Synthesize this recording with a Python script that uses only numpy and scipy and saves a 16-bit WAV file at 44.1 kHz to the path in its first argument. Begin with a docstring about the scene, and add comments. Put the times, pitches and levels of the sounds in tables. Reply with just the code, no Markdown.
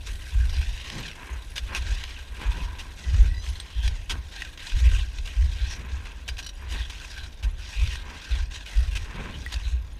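"""A ridge of crusted snow: two roped climbers walk up it in crampons, heard beside a wind-struck hard case.
The snow crunches as filtered random grains gated by each tread; spikes and cracks are short resonant bursts.
Clothing swishes as coloured grains; metal gear clinks, squeaks and scrapes with modes, tones and resonances.
Wind thumps the case as uneven low sines over rumble, with fluttering gusts and a soft rush of air."""
import sys
import numpy as np
from scipy import signal
from scipy.fft import rfft, irfft, next_fast_len
from scipy.io import wavfile
from scipy.ndimage import uniform_filter1d

SR = 44100
rng = np.random.default_rng(int(sys.argv[2]) if len(sys.argv) > 2 else 0)


def bounce(signal):
    """Save signal as a 16-bit WAV file at the path given by the first command-line argument."""
    frames = np.transpose(np.atleast_2d(signal))
    limited = np.clip(frames, -1, 1)
    pcm = np.round(limited * 32767).astype(np.int16)
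    wavfile.write(sys.argv[1], SR, pcm)


N = 440559
TIME = np.arange(N) / SR


def from_db(db):
    """Decibels to gain."""
    return 10 ** (np.asarray(db) / 20)


def rms_one(x):
    """Scale to rms 1."""
    return x / np.sqrt(np.mean(x ** 2) + 1e-20)


def in_time(rows):
    """Draw each column of a breakpoint table as a curve, sample by sample."""
    s, *columns = np.transpose(rows)
    return [np.interp(TIME, s, column) for column in columns]


def at_hz(spectrum, hz):
    """Read a spectrum on a log-frequency axis."""
    points, db = np.transpose(spectrum)
    return np.interp(np.log(hz), np.log(points), db)


def colour(x, spectrum):
    """Shape x with a smooth spectrum; rms 1."""
    size = next_fast_len(N)
    bins = np.maximum(np.arange(size // 2 + 1) * SR / size, 1)
    shaped = rfft(x, size) * from_db(at_hz(spectrum, bins))
    return rms_one(irfft(shaped, size)[:N])


def drift(rate):
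    """Random curve with rms 1, bending at `rate` points a second."""
    knots = rng.standard_normal(N // 40)
    return rms_one(np.interp(TIME * rate, np.arange(len(knots)), knots))


def even(x, span_s):
    """Hold the level near rms 1 over spans of this length; finer detail stays."""
    power = uniform_filter1d(x ** 2, max(int(span_s * SR), 2))
    return x / np.sqrt(np.abs(power) + 1e-9)


def band(x, hz, kind):
    """Butterworth filter, design order 2."""
    return signal.sosfilt(signal.butter(2, hz, kind, fs=SR, output="sos"), x + 1e-18)


def ring(x, hz, t60):
    """A unit click sets a sine of initial height 1 ringing, down 60 dB after t60 seconds."""
    r, w = from_db(-60 / (t60 * SR)), 2 * np.pi * hz / SR
    return signal.lfilter([0, np.sin(w)], [1, -2 * r * np.cos(w), r * r], x + 1e-18)


def resonance(x, hz, width_hz):
    """One resonance with gain 1 at its peak."""
    return signal.lfilter(*signal.iirpeak(hz, hz / width_hz, fs=SR), x)


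def grains(per_s, spread_db):
    """Random clicks of either sign, many small and a few large."""
    sizes = from_db(spread_db * np.minimum(rng.exponential(1, N), 4))
    signed = sizes * rng.choice([-1, 1], N)
    return signed * (rng.random(N) < per_s / SR)


def slips(per_s, spread_db, fall_s):
    """Sudden failures of the snow, each dying away exponentially; rms 1."""
    failures = np.abs(grains(per_s, spread_db))
    return rms_one(signal.lfilter([1], [1, -np.exp(-1 / (fall_s * SR))], failures + 1e-18))


def after(s):
    """The samples of the tenth of a second that follows s, and their age."""
    span = slice(int(s * SR), int(s * SR) + SR // 10)
    return span, TIME[span] - TIME[span.start]


def bursts(rows, fall_s):
    """Envelope of (start_s, length_s, level_db) rows: a quick rise, a hold, an exponential fall."""
    out = np.zeros(N)
    for s, length, db in rows:
        start = int(s * SR)
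        t = TIME[:min(N - start, SR // 2)]
        rise = np.minimum(t / 0.0011, 1)
        fall = np.exp(-np.maximum(t - length, 0) / fall_s)
        out[start:start + len(t)] += from_db(db) * rise * fall
    return out


def swells(rows):
    """Sum of bell-shaped envelopes from (middle_s, half_length_s, level_db) rows."""
    steps = TIME[::100]   # drawn coarsely, then interpolated
    bells = sum(from_db(db) * np.exp(-.5 * ((steps - s) / half) ** 2) for s, half, db in rows)
    return np.interp(TIME, steps, bells)


def pushes(rows, attack_s, release_s):
    """Envelope of (start_s, length_s, level_db, growth_db) rows; overlaps add in power."""
    power = np.zeros(N)
    for s, length, db, growth_db in rows:
        span = slice(max(int(s * SR), 0), int((s + length + 1) * SR))
        t = TIME[span] - s
        hold = from_db(db + growth_db * (np.clip(t / length, 0, 1) - .5))   # grows or sags
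        attack = np.clip(t / attack_s, 0, 1)
        release = np.exp(-np.maximum(t - length, 0) / release_s)
        power[span] += (hold * attack * release) ** 2
    return np.sqrt(power)


# loose snow shifting between the treads: time_s, crunch_db, fine_grains_db
SETTLING = [(0.0, -51.5, -55), (4.0, -52.5, -61.5), (10.0, -57.5, -75)]
# boots loading the snow: start_s, length_s, crunch_db, growth_db, fine_against_crunch_db
TREADS = [(0.039, 0.038, -40, 2, -9.5), (0.173, 0.42, -48.5, 0, -8.5), (0.495, 0.39, -44.5, -7.5, -16),
          (0.746, 0.32, -43, 7.5, -26), (1.615, 0.23, -49, 7, -22), (1.828, 0.37, -43.0, -8, -21),
          (2.345, 0.29, -45.5, 1.5, -12), (2.943, 0.31, -46.5, 5.5, -18), (3.41, 0.3, -47.5, -10.5, -14),
          (3.67, 0.29, -50.5, 4, -21), (4.298, 0.15, -43.5, 0.5, -14), (4.57, 0.43, -41, 5, -12.5),
          (5.126, 0.041, -43.5, -5, -17.5), (5.232, 0.2, -46.5, -12, -12), (5.384, 0.35, -45, 10, -15),
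          (5.88, 0.057, -47.5, 4, -18), (6.04, 0.023, -48.5, 11, -20), (6.678, 0.14, -40, -2, -12),
          (6.878, 0.36, -45, 2.5, -13), (7.565, 0.38, -43, 9, -12.5), (7.995, 0.39, -46.5, 14.5, -16),
          (8.503, 0.12, -41.5, -10.5, -18.5), (8.651, 0.4, -46, -10, -10), (8.83, 0.88, -49.5, 5, -12.5)]


def footwork(attack_s=0.036, release_s=0.046):
    """Level of the crunch, and of its fine grains against it, as boots load and leave the snow."""
    rest_db, rest_fine_db = in_time(SETTLING)
    coarse_rows = [(s, length, db, growth) for s, length, db, growth, fine in TREADS]
    fine_rows = [(s, length, db + fine, growth) for s, length, db, growth, fine in TREADS]
    coarse = np.hypot(pushes(coarse_rows, attack_s, release_s), from_db(rest_db))
    grit = np.hypot(pushes(fine_rows, attack_s, release_s), from_db(rest_fine_db))
    return 20 * np.log10(coarse), 20 * np.log10(grit / coarse)


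# spectrum of the crunch: pitch_hz, level_db
CRUNCH = [(200, -3.5), (500, -7), (1000, -8.5), (1600, -4), (2400, -2.5), (3200, 5), (4200, -2),
          (6500, -6.5)]


def crunch(level_db, fine_db, creep=0.94, own_share=0.67, patchy_db=2.0, top_db=-4.0):
    """Snow fails in small slips, each a short avalanche of grains; every grain size also slips by itself."""
    load = creep + slips(per_s=150, spread_db=3.0, fall_s=0.0066)   # slips shared by all grain sizes
    edges = np.geomspace(250, 7500, 13)   # one band per grain size
    coarse = np.zeros(N)
    for low, high in zip(edges, edges[1:]):
        own = slips(per_s=130, spread_db=2.5, fall_s=.01)
        snaps = grains(per_s=3200, spread_db=2.0) * (load + own_share * own)
        band_db = at_hz(CRUNCH, np.sqrt(low * high)) + patchy_db * drift(18)
        coarse += band(snaps, [low, high], "band") * from_db(band_db)
    fine_spectrum = [(5000, -11.5), (7500, 2.5), (9000, -1.5), (12000, -5.0), (15500, -18.0)]
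    fine = colour(load * grains(per_s=8300, spread_db=2.5), fine_spectrum)
    return from_db(level_db) * (even(coarse, 0.087) + from_db(fine_db + top_db) * even(fine, 0.41))


def chips(level_db, chip_db=-14.0, cycles=32, splinter_db=-70.0, splinter_t60=0.031):
    """Bits of ice tick along with the treads; tiny splinters tinkle throughout; each kind has thirty pitches."""
    ticks, splinters = grains(per_s=110, spread_db=2.0), grains(per_s=35, spread_db=2.0)
    dealt = rng.integers(0, 30, N)   # which pitch a click at this sample would ring
    low, high = np.zeros(N), np.zeros(N)
    for k, hz in enumerate(np.geomspace(1500, 7000, 30)):
        low += ring(ticks * (dealt == k), hz, cycles / hz)   # down 60 dB after this many cycles
    for k, hz in enumerate(np.geomspace(6000, 12500, 30)):
        high += ring(splinters * (dealt == k), hz, splinter_t60) / hz   # higher ones are softer
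    return from_db(level_db + chip_db) * rms_one(low) + from_db(splinter_db) * rms_one(high)


def off_the_crust(x, lag_s=0.001141, swing=0.3, echo=0.29):
    """The icy surface mirrors each sound just behind itself, at a lag that wanders slowly."""
    late = np.interp(TIME - lag_s * np.exp(swing * drift(7)), TIME, x)
    return (x + echo * late) / np.hypot(1, echo)


# resonances of a crampon's steel frame: pitch_hz, width_hz, level_db
CRAMPON = [(1857, 89, -1.5), (4862, 64, 2), (5610, 30, 1), (7470, 67, -4), (8530, 340, -4.5)]


def crampons(snow, ring_db=0.5):
    """The sound of the breaking snow sets the steel frame ringing in narrow resonances."""
    return sum(from_db(db + ring_db) * resonance(snow, hz, width) for hz, width, db in CRAMPON)


# spectrum of the soft rush: pitch_hz, level_db
AIR = [(59, -41), (100, 3.5), (582, -10.5), (1590, -18.5), (5000, -34)]


def air(level_db=-55):
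    """Steady noise, coloured into a soft rush of air."""
    return from_db(level_db) * colour(rng.standard_normal(N), AIR)


def thumps(force, thump_db=-1.0, centre_hz=58, scatter=0.18):
    """Each eddy rocks the air at the case for a few slow, uneven cycles."""
    hz = centre_hz * (1 + scatter * drift(70))
    return force * from_db(thump_db) * np.sin(2 * np.pi * np.cumsum(hz) / SR)


# eddies of wind thumping on the case: middle_s, level_db
THUMPS = [(0.105, -21.5), (0.371, -12), (0.41, -20.5), (0.452, -19), (0.5, -23), (0.581, -17), (0.689, -18),
          (1.335, -27), (1.645, -21.5), (1.812, -22.5), (1.917, -18.5), (2.483, -15.5), (2.645, -17),
          (3.085, -18.5), (3.143, -14.5), (3.213, -6.5), (3.255, -20.5), (3.305, -21), (3.5, -20.5),
          (3.784, -19), (3.86, -15.5), (4.137, -25), (4.756, -12.5), (4.822, -14), (4.875, -8.5),
          (4.92, -23), (4.959, -14), (5.201, -22), (5.395, -12), (5.445, -12), (5.632, -17.5), (5.941, -21),
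          (6.312, -25.5), (6.733, -21), (6.815, -24), (7.46, -14.5), (7.79, -19), (7.835, -13),
          (8.334, -15.5), (8.41, -19.5), (8.788, -10.5), (8.905, -22), (8.953, -20), (9.566, -20.5),
          (9.68, -18), (9.74, -18)]
# stronger gusts that flutter across the case: middle_s, half_length_s, level_db
GUSTS = [(0.996, 0.077, -40.5), (2.59, 0.046, -42), (3.17, 0.12, -46.5), (5.8, 0.045, -43.5),
         (9.215, 0.058, -38.5), (9.33, 0.095, -42.5)]
# spectra of the low rumble and of the flutter: pitch_hz, level_db
THUMP = [(12, -16), (25, -2), (60, 0), (85, -8), (105, -19), (150, -33.5), (300, -49.5), (2000, -82)]
FLUTTER = [(50, 0.5), (150, 10), (280, -1), (500, -7), (1000, -15), (2500, -14.5), (8000, -64)]


def wind(calm_db=-41.0, wake_db=-6.5, wake_s=0.068, lull_db=3.0, thump_half_s=0.017):
    """Separate thumps, each trailing a wake of low rumble; strong gusts flutter higher up."""
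    force = swells([(s, thump_half_s, db) for s, db in THUMPS])
    linger = np.exp(-1 / (wake_s * SR))
    wake = signal.lfilter([1 - linger], [1, -linger], force + 1e-18)
    rumble_level = from_db(calm_db + lull_db * drift(9)) + from_db(wake_db) * wake
    rumble = even(colour(rng.standard_normal(N), THUMP), 0.107) * rumble_level
    flutter = colour(rng.standard_normal(N) * from_db(3.2 * drift(60)), FLUTTER)
    return rumble + thumps(force) + swells(GUSTS) * flutter


# resonances and hollows of the hard case: pitch_hz, width_hz, gain_db
CASE = [(1061, 300, 8.5), (1164, 292, -7.5), (1593, 142, 9), (2526, 260, 3.5), (4860, 730, -7),
        (7380, 384, -11.5), (10600, 650, 4)]


def case(x):
    """The hard shell lifts some narrow bands and hollows others."""
    for hz, width, db in CASE:
        x = x + (from_db(db) - 1) * resonance(x, hz, width / from_db(db / 2))
    return x


# points dragging over the ice with a rough ring: middle_s, half_length_s, level_db, pitch_hz
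SCRAPES = [(0.425, 0.024, -45.5, 1570), (2.6, 0.15, -48.5, 976), (3.8, 0.051, -46.5, 3200),
           (5.72, 0.029, -43.5, 5700), (6.832, 0.019, -41, 3360), (7.78, 0.034, -41, 2580),
           (9.35, 0.013, -43.5, 3000), (9.655, 0.015, -44, 3980)]


def scrapes(width_share=0.12):
    """A dragging point catches over and over, each catch ringing the same narrow resonance."""
    catches, out = grains(per_s=800, spread_db=2.5), np.zeros(N)
    for s, half, db, hz in SCRAPES:
        width = hz * width_share
        rough_ring = resonance(resonance(catches, hz, width), hz, width)
        out += even(rough_ring, 0.053) * swells([(s, half, db)])
    return out


# single cracks of ice: start_s, level_db (before crack_db), pitch_hz
CRACKS = [(0.494, -29, 3770), (0.612, -31, 1500), (0.799, -32, 2580), (0.876, -30, 2620), (0.9, -22, 2580),
          (1.113, -30.5, 2670), (1.5625, -24, 3550), (1.58, -15, 3130), (1.7485, -15, 2740),
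          (2.038, -21.5, 2730), (3.143, -30, 1630), (3.464, -31, 1900), (3.6, -22.5, 3700),
          (3.878, -19, 2560), (4.109, -23, 2920), (4.362, -28, 3300), (4.42, -20.5, 1900),
          (4.449, -28, 2670), (4.575, -30.5, 3080), (4.669, -26, 3900), (4.699, -30, 3000),
          (5.185, -28.5, 3400), (5.275, -26.5, 2620), (6.055, -34, 2190), (6.288, -20, 2800),
          (6.369, -32.5, 2700), (6.389, -25.5, 2710), (7.874, -25, 3580), (7.955, -25.5, 2710),
          (8.662, -31, 2500), (8.971, -21, 2600), (9.524, -23, 3660), (9.541, -18.5, 3900),
          (9.561, -31, 2600)]
# spectrum of breaking ice, shared by cracks and bites: pitch_hz, level_db
BITE = [(300, -6.5), (1000, -4), (1800, -1.5), (4200, 2.5), (6500, -1.5), (9000, -12), (15000, -24)]


def cracks(crack_db=-8.5, ring_db=12.5, width_hz=600, hold_s=0.0025, quickening=0.8):
    """A plate of ice snaps in milliseconds at its own pitch; the harder the snap, the quicker it is over."""
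    snap, out = colour(rng.standard_normal(N), BITE), np.zeros(N)
    usual_db = np.mean(CRACKS, axis=0)[1]
    for s, db, hz in CRACKS:
        span, t = after(s)
        age = t * from_db(quickening * (db - usual_db) / 2)   # time runs faster in harder snaps
        plate = even(snap[span] + from_db(ring_db) * resonance(snap[span], hz, width_hz), hold_s)
        out[span] += from_db(db + crack_db) * plate * np.exp(-np.maximum(age - hold_s, 0) / 0.003)
    return out


# buckles, rings and other small metal parts: start_s, level_db (before tinkle_db), pitch_hz
TINKLES = [(1.0, -51, 11900), (1.332, -49, 6630), (1.5035, -52, 10600), (3.4974, -48, 10600),
           (3.601, -40, 8470), (4.177, -55, 6400), (6.296, -39, 4860), (9.463, -30, 1930)]


def buckles(tinkle_db=4.5, t60=0.049, tick_s=0.001, tick_db=-10.0):
    """Each small metal part ticks and rings with one tone."""
    out = np.zeros(N)
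    for s, db, hz in TINKLES:
        span, t = after(s)
        tick = rng.standard_normal(len(t)) * np.exp(-t / tick_s) * from_db(tick_db)
        tone = np.exp(-np.log(1000) * t / t60) * np.sin(2 * np.pi * hz * t)
        out[span] += from_db(db + tinkle_db) * (tick + tone)
    return out


# sleeves and trouser legs brushing past: middle_s, half_length_s, level_db
SWISHES = [(1.28, 0.082, -44), (1.735, 0.032, -38), (2.44, 0.035, -41.5), (2.64, 0.25, -51),
           (5.95, 0.2, -50.5), (6.66, 0.047, -48.5), (6.76, 0.02, -45.5), (8.11, 0.085, -45.5),
           (9.19, 0.093, -42.5)]
# spectrum of the fabric: pitch_hz, level_db
SWISH = [(200, 0), (450, -3), (700, -11), (950, -1), (1600, -4), (2200, -3), (3200, -9.5), (5000, -37),
         (12000, -49)]


def clothing(rough_db=1.5):
    """Stiff fabric rubs thread over thread in a dense, dull swish."""
    threads = grains(per_s=7000, spread_db=5.0) * from_db(rough_db * drift(120))
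    return swells(SWISHES) * colour(threads, SWISH)


# spikes biting through the crust: start_s, length_s, level_db, slab_against_bite_db, plate_pitch_hz
BITES = [(1.557, 0.035, -34, -25, 3480), (1.75, 0.031, -31, -21, 2600), (2.786, 0.029, -38.5, -15, 2740),
         (3.828, 0.056, -38, -16, 3340), (4.0956, 0.025, -27.5, -12, 3080), (6.278, 0.017, -33, -20, 2900),
         (6.381, 0.024, -36.5, -18, 2860), (6.897, 0.012, -36.5, -20, 2900), (7.427, 0.023, -39, -10, 2860),
         (8.952, 0.022, -33.5, -24, 2700), (9.52, 0.022, -36, -26, 3820)]


def bites(snag_db=2.5, arch_db=3.5, fall_s=0.01, plate_width_hz=450, plate_db=5):
    """A spike shatters the crust in a snagging, ringing arch; the slab under it breaks duller and longer."""
    shards = colour(grains(per_s=6000, spread_db=2.5), BITE)
    snags = even(from_db(snag_db * drift(400)), 0.0021)
    slab_spectrum = [(100, 16), (400, 7.5), (2200, 1), (5000, -32)]
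    slab = even(colour(grains(per_s=1500, spread_db=2), slab_spectrum), 0.0174)
    slab_rows = [(s + length / 2, 2 * length, db + dull) for s, length, db, dull, hz in BITES]
    out = slab * bursts(slab_rows, fall_s=0.026)
    for s, length, db, dull, hz in BITES:
        span, t = after(s)
        plate_ring = from_db(plate_db) * resonance(shards[span], hz, plate_width_hz)
        plate = even(shards[span] + plate_ring, 0.0048)
        arch = from_db(db - arch_db * (2 * np.minimum(t / length, 1) - 1) ** 2)   # strongest halfway
        out[span] += plate * snags[span] * arch * np.exp(-np.maximum(t - length, 0) / fall_s)
    return out


# tones of steel squeaking against steel: start_s, length_s, level_db, pitch_hz (at the start, before waver)
SQUEAKS = [(3.01, .09, -50, 1945), (3.28, .11, -47, 1905), (3.345, .075, -52, 4820), (3.34, .09, -50, 3930),
           (3.39, .04, -52, 6040)]


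def squeaks(waver=.011, broken_db=4.5, rise_per_s=.33):
    """Steel sticks and slips; each tone creeps upward, wavers and breaks up."""
    unsteady, out = waver * drift(500), np.zeros(N)
    for s, length, db, hz in SQUEAKS:
        pitch = hz * (1 + unsteady + rise_per_s * np.clip(TIME - s, 0, length))
        out += bursts([(s, length, db)], fall_s=0.0089) * np.sin(2 * np.pi * np.cumsum(pitch) / SR)
    return out * even(from_db(broken_db * drift(200)), .04)


# carabiners knocking together: start_s, level_db (before knock_db)
CLINKS = [(6.427, -25), (6.444, -26), (6.464, -18.5), (6.4904, -22.5)]
# ringing modes of a carabiner: pitch_hz, level_db, t60_s
CARABINER = [(1640, -14, 0.018), (3005, -11, 0.035), (3960, -3, 0.018), (4366, -12, 0.03),
             (4950, -21, 0.05), (5710, -13, 0.05)]


def carabiners(knock_db=-9.5, chatter_db=-4.5, clack_db=1.0):
    """Each knock sets the modes ringing, and the gates chatter in a dry clatter of small contacts."""
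    s, db = np.transpose(CLINKS)
    chatter_rows = [(at, .005, level + knock_db) for at, level in CLINKS]
    chatter = from_db(chatter_db) * bursts(chatter_rows, fall_s=0.005)
    out = from_db(clack_db) * chatter * band(grains(per_s=3000, spread_db=3.5), [2000, 9000], "band")
    for hz, mode_db, t60 in CARABINER:
        knocks = chatter * grains(per_s=700, spread_db=0)
        knocks[(s * SR).astype(int)] = from_db(db + knock_db)
        out += from_db(mode_db) * ring(knocks, hz, t60)
    return out


def scene():
    """Snow, clothing, air and wind pass through the case; the metal gear is added directly."""
    level_db, fine_db = footwork()
    snow = off_the_crust(crunch(level_db, fine_db) + chips(level_db) + bites() + cracks())
    gear = crampons(snow) + carabiners() + buckles() + squeaks() + scrapes()
    return (case(snow + clothing() + air() + wind()) + gear)[None]


def record(dry, cutoff_hz=15400):
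    """A steep elliptic low-pass cuts off the top."""
    return signal.sosfilt(signal.ellip(10, .2, 80, cutoff_hz, fs=SR, output="sos"), dry)


dry = scene()
out = record(dry)
bounce(out)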